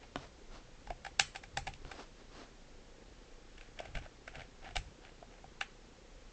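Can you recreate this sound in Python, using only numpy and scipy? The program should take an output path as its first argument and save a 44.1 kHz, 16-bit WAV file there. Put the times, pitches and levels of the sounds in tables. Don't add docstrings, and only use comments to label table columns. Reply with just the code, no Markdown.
import sys
import numpy as np
from scipy import signal
from scipy.fft import rfft, irfft
from scipy.io import wavfile
from scipy.ndimage import uniform_filter1d

SR = 44100
rng = np.random.default_rng(int(sys.argv[2]) if len(sys.argv) > 2 else 0)


def wrap_up_sound(samples):
    columns = np.atleast_2d(samples).T
    tamed = np.clip(columns, -1, 1)
    steps = np.round(tamed * 32767).astype(np.int16)
    wavfile.write(sys.argv[1], SR, steps)


N = 278712
TIME = np.arange(N) / SR
RING = TIME[:SR // 5]

# (t/s, sway level/dB, boom level/dB)
PUSHES = [(.167, -36, -45), (.895, -31.5, -57), (1.2, -60, -43.5), (1.573, -35.5, -41), (1.673, -33.5, -46),
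          (1.842, -35.5, -52), (3.953, -26, -40), (4.366, -50, -46.5), (4.769, -25.5, -50),
          (5.44, -42, -54)]
# (middle t/s, half length/s, level/dB)
DRAGS = [(0.031, .011, -58.5), (3.645, .025, -65), (3.851, 0.032, -56.5), (3.968, .014, -48),
         (4.04, .016, -56), (4.385, 0.036, -53), (4.668, .028, -51), (5.06, .025, -59.5), (5.34, .024, -63)]


def plastic_contacts(hardest_s=.0022, doubling_db=25, lead_s=.015, build_s=.0009, split_hz=3100):
    # (t/s, shell level/dB, touched part f/Hz, relative treble/dB, base level/dB)
    contacts = [(0.8735, -57, 1860, -5.5, -50.5), (0.9054, -49.5, 2200, -7.5, -37.5),
                (1.0501, -45, 1830, -8, -49), (1.0665, -45.5, 1670, -8, -43.5),
                (1.1979, -24.5, 2600, -.5, -32.5), (1.3506, -51, 1720, -6, -51.5),
                (1.3602, -44, 2450, -4, -46), (1.4375, -50, 2030, -7, -55),
                (1.5736, -36.5, 1870, -1.5, -35.5), (1.6712, -44.5, 2170, -6, -43.5),
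                (1.6771, -44, 2380, -6, -40), (1.7382, -55, 2730, -1.5, -64),
                (1.9162, -46.5, 1870, -7, -50.5), (3.581, -56, 2690, -7, -72),
                (3.612, -53.5, 2600, -9, -75), (3.7915, -45, 3070, -9.5, -52.5),
                (3.8041, -55, 1660, -3.5, -40), (3.8559, -54, 2100, -7.5, -51),
                (3.9535, -44, 2100, -9, -50.5), (3.972, -47.5, 1560, -15, -52.5),
                (4.0624, -57, 1430, -13, -51.5), (4.2792, -45.5, 1950, -12, -51),
                (4.3563, -49.5, 2600, -9, -53), (4.4175, -53, 2230, -9, -60),
                (4.7585, -41.5, 3020, -5, -40.5), (4.7668, -36.5, 2900, -3, -39),
                (5.2275, -66, 1510, -10, -49), (5.4435, -67, 1480, -8.5, -51),
                (5.6118, -39.5, 1520, -8.5, -55), (5.613, -36, 2650, -11.5, -43)]
    close, room_feed = np.zeros((2, N))
    for s, db, part_hz, treble_db, base_db in contacts + finger_catches():
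        contact_s = hardest_s * 2 ** (-treble_db / doubling_db)
        cutoff_hz = 5500 * undb(.38 * treble_db)
        force = scuffle(contact_s, lead_s)
        chatter = scuffle(1.32 * contact_s, lead_s + build_s / 2)
        tock = impact_level(hollow_base(force, s), base_db)
        shell_body = shell(force, part_hz, ring_db=4, part_db=-3.5)
        shell_treble = shell(chatter, part_hz, ring_db=-1, part_db=-24)
        for out, body, treble in ((close, shell_body, shell_treble), (room_feed, force, chatter)):
            body = band(body, 1080, split_hz, order=5)
            body = band(body, part_hz / 1.71, part_hz * 1.71, order=1)
            treble = band(treble, split_hz, 16800, order=5)
            treble = band(treble, 100, cutoff_hz, order=1)
            click = impact_level(body, db) + impact_level(treble, db + treble_db) + tock
            add(out, s - lead_s - build_s, click)
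    return close, room_feed


def scuffle(contact_s, lead_s, rise=.6):
    t = RING - lead_s
    return flat_noise(np.exp(np.minimum(t / (rise * contact_s), -t / contact_s)))


def shell(force, part_hz, ring_db, part_db, shell_t60=.03, part_t60=.0095):
    # (f/Hz, level/dB)
    bending = [(1230, -10), (1567, 3), (1727, 1), (2200, -1), (2290, 0), (2440, -2), (2744, 0), (2833, 0),
               (3387, 2), (3578, 1), (3743, 2), (4371, 0), (4700, -1), (4978, 1), (5205, -2), (5531, 0),
               (5760, -3), (6270, -4), (7100, -3), (7402, -2)]
    weights = undb(3 * rng.standard_normal(len(bending)))
    phases = rng.uniform(0, np.pi, len(bending))
    modes = sum(weight * undb(db) * mode(hz, shell_t60 * np.sqrt(bending[1][0] / hz), phase)
                for (hz, db), weight, phase in zip(bending, weights, phases))
    ring = drive(force, modes)
    part = drive(force, mode(part_hz, part_t60, np.pi / 2))
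    return impact_level(force, 0) + impact_level(ring, ring_db) + impact_level(part, part_db)


def hollow_base(force, s, free_hz=790, free_t60=.036):
    # (t/s, f/Hz)
    notes = [(.87, 850), (.9, 705), (1.05, 797), (1.68, 792), (3.8, 660), (4.4, 657), (4.77, 760),
             (5.23, 685), (5.6, 803)]
    hz = np.interp(s, *np.transpose(notes))
    t60 = free_t60 * min(hz / free_hz, 1) ** 2
    return band(drive(force, mode(hz, t60)), 350, 1600, order=1)


def finger_catches(count=2, scatter_db=2.2, part_hz=2150, treble_db=-10):
    chance = rng.standard_normal((len(DRAGS), count, 3))
    return [(s + half_s * when, db - 5 + scatter_db * size, part_hz * np.exp(.18 * pitch), treble_db, db - 6)
            for (s, half_s, db), ticks in zip(DRAGS, chance) for when, size, pitch in ticks]


def cord_knocks(tick_t60=.011):
    # (t/s, level/dB)
    knocks = [(0.1584, -36.5), (1.8497, -52)]
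    # (f/Hz, t60/s, level/dB)
    desk_modes = [(134, 0.29, -19), (278, 0.055, 1), (370, 0.055, -7), (537, 0.016, -0.5),
                  (730, 0.058, -2.5), (1050, 0.011, 3.5), (1454, 0.04, -3.5), (2750, 0.027, -19),
                  (3170, 0.021, -19)]
    out = np.zeros(N)
    for s, db in knocks:
        wood = sum(rng.choice([-1, 1]) * undb(mode_db) * mode(hz, t60) for hz, t60, mode_db in desk_modes)
        tick = band(rng.standard_normal(len(RING)) * fade(tick_t60), 950, 3560, order=2)
        add(out, s, impact_level(wood, db) + impact_level(tick, db - 6))
    return out


def desk_pushes(sway_hz=33, sway_t60=.12, press_s=.0054):
    # (f/Hz, t60/s, level/dB)
    low_modes = [(80, 0.19, -0.5), (108, 0.076, -4), (136.7, 0.15, 2.5), (231.5, 0.088, -3.5)]
    out = np.zeros(N)
    onset = 1 - np.exp(-RING / press_s)
    for s, sway_db, boom_db in PUSHES:
        detuning = np.exp(.06 * rng.standard_normal(len(low_modes)))
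        boom = sum(undb(db) * mode(hz * ratio, t60) for (hz, t60, db), ratio in zip(low_modes, detuning))
        add(out, s, onset * (undb(sway_db) * mode(sway_hz, sway_t60) + undb(boom_db) * boom))
    return out


def cord_swishes():
    # (middle t/s, half length/s, level/dB)
    strokes = [(.04, 0.019, -62), (.222, 0.032, -52.5), (.555, 0.03, -54), (1.88, 0.017, -60.5),
               (1.96, 0.067, -56), (2.005, 0.017, -51), (2.2, 0.021, -62), (2.395, 0.048, -52.5)]
    # (f/Hz, density level/dB)
    spectrum = [(120, -7), (250, 7), (700, 5), (1400, 0), (2500, -6.5), (5000, -6.5), (8000, -21)]
    return friction(strokes, spectrum, grain_db=3, grain_hz=920)


def finger_drags():
    # (f/Hz, density level/dB)
    spectrum = [(200, -3.5), (500, -4), (750, 8), (1050, -9.5), (1500, 1), (2200, -2.5), (2900, -5),
                (3800, -12), (8000, -26)]
    return friction(DRAGS, spectrum, grain_db=4, grain_hz=600)


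def weight_shifts(lag_s=.012, half_s=.085):
    # (f/Hz, density level/dB)
    spectrum = [(12, -20), (30, 2.5), (80, -1.5), (130, -7.5), (200, -22), (600, -48), (3000, -73)]
    strokes = [(s + lag_s, half_s, max(sway_db - 26, boom_db - 15)) for s, sway_db, boom_db in PUSHES]
    return friction(strokes, spectrum, grain_db=.5, grain_hz=22)


def friction(strokes, spectrum, grain_db, grain_hz):
    speed = sum(undb(db) * np.exp(-((TIME - s) / half_s) ** 2 / 2) for s, half_s, db in strokes)
    grain = (TIME * grain_hz).astype(int)
    slips = rng.standard_normal(N) * undb(grain_db * rng.standard_normal(N)[grain])
    slips = colour(slips, spectrum)
    return slips / slips.std() * speed


def room(x, wall_db=-10.5, wall_s=.0098, wall_t60=.068, tail_db=-13, tail_t60=.26):
    wall = np.pad(flat_noise(fade(wall_t60)), (int(wall_s * SR), 0))[:len(RING)]
    tail = flat_noise(fade(tail_t60) * (1 - np.exp(-RING / .0075)))
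    radiated = (band(x, 200, 18000, order=1) + band(x, 2800, 17000, order=1)) / 2
    return signal.fftconvolve(radiated, undb(wall_db) * wall + undb(tail_db) * tail)[:N]


def noise_floor(dip_db=-3):
    # (f/Hz, density level/dB)
    spectrum = [(12, -27), (20, 3), (54, -8.5), (71, -16.5), (124, -16), (200, -19), (233, -17.5),
                (439, -24), (486, -15.5), (626, -27), (786, -24), (939, -27.5), (1640, -29), (7120, -35.5),
                (8500, -45.5), (11000, -74), (18700, -120)]
    steady = level(colour(rng.standard_normal(N), spectrum), -56)
    return colour(steady, [(120, .0029), (250, dip_db), (500, dip_db), (650, 0)])


def electrical_flutter(cycle_s=.1, half_s=.0065):
    # (t/s into the cycle, level/dB)
    bursts = [(0.021, -59.5), (.053, -63.5), (.089, -60.5)]
    gate = np.zeros(N)
    for s, db in bursts:
        from_peak_s = (TIME - s + cycle_s / 2) % cycle_s - cycle_s / 2
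        gate += undb(db) * np.exp(-(from_peak_s / half_s) ** 2 / 2)
    return gate * level(band(rng.standard_normal(N), 190, 540, order=4), 0)


def undb(db):
    return 10 ** (np.asarray(db) / 20)


def level(x, db):
    return x * undb(db) / np.sqrt(np.mean(x ** 2))


def impact_level(x, db, reference_s=.01):
    return x * undb(db) * np.sqrt(reference_s * SR / np.sum(x ** 2))


def add(out, s, x):
    i = max(int(s * SR), 0)
    out[i:i + len(x)] += x[:max(N - i, 0)]


def band(x, lo_hz, hi_hz, order):
    return signal.sosfilt(signal.butter(order, [lo_hz, min(hi_hz, .45 * SR)], "band", fs=SR, output="sos"), x)


def colour(x, points):
    hz, db = np.transpose(points)
    f = np.maximum(np.fft.rfftfreq(N, 1 / SR), 1)
    return irfft(rfft(x) * undb(np.interp(np.log(f), np.log(hz), db)), N)


def fade(t60):
    return np.exp(-np.log(1000) * RING / t60)


def mode(hz, t60, phase=0):
    return np.sin(2 * np.pi * hz * RING + phase) * fade(t60)


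def drive(force, response):
    return signal.fftconvolve(force, response)[:len(RING)]


def flat_noise(envelope):
    x = rng.standard_normal(len(RING)) * envelope
    for _ in range(4):
        x = irfft(np.exp(1j * np.angle(rfft(x))), len(RING))
        power = uniform_filter1d(x ** 2, size=64)
        x *= envelope / np.sqrt(power + envelope ** 2 * np.var(x) / 20 + 1e-12)
    return x / np.linalg.norm(x)


def scene():
    close, room_feed = plastic_contacts()
    handling = cord_knocks() + cord_swishes() + finger_drags()
    rumble = desk_pushes() + weight_shifts()
    reflections = room(room_feed + handling)
    return (close + handling + reflections + rumble + noise_floor() + electrical_flutter())[None]


def record(dry):
    taps = signal.firwin(121, 8400, window=("kaiser", 7), fs=SR)
    return signal.fftconvolve(dry, taps[None], mode="same", axes=1)


dry = scene()
out = record(dry)
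wrap_up_sound(out)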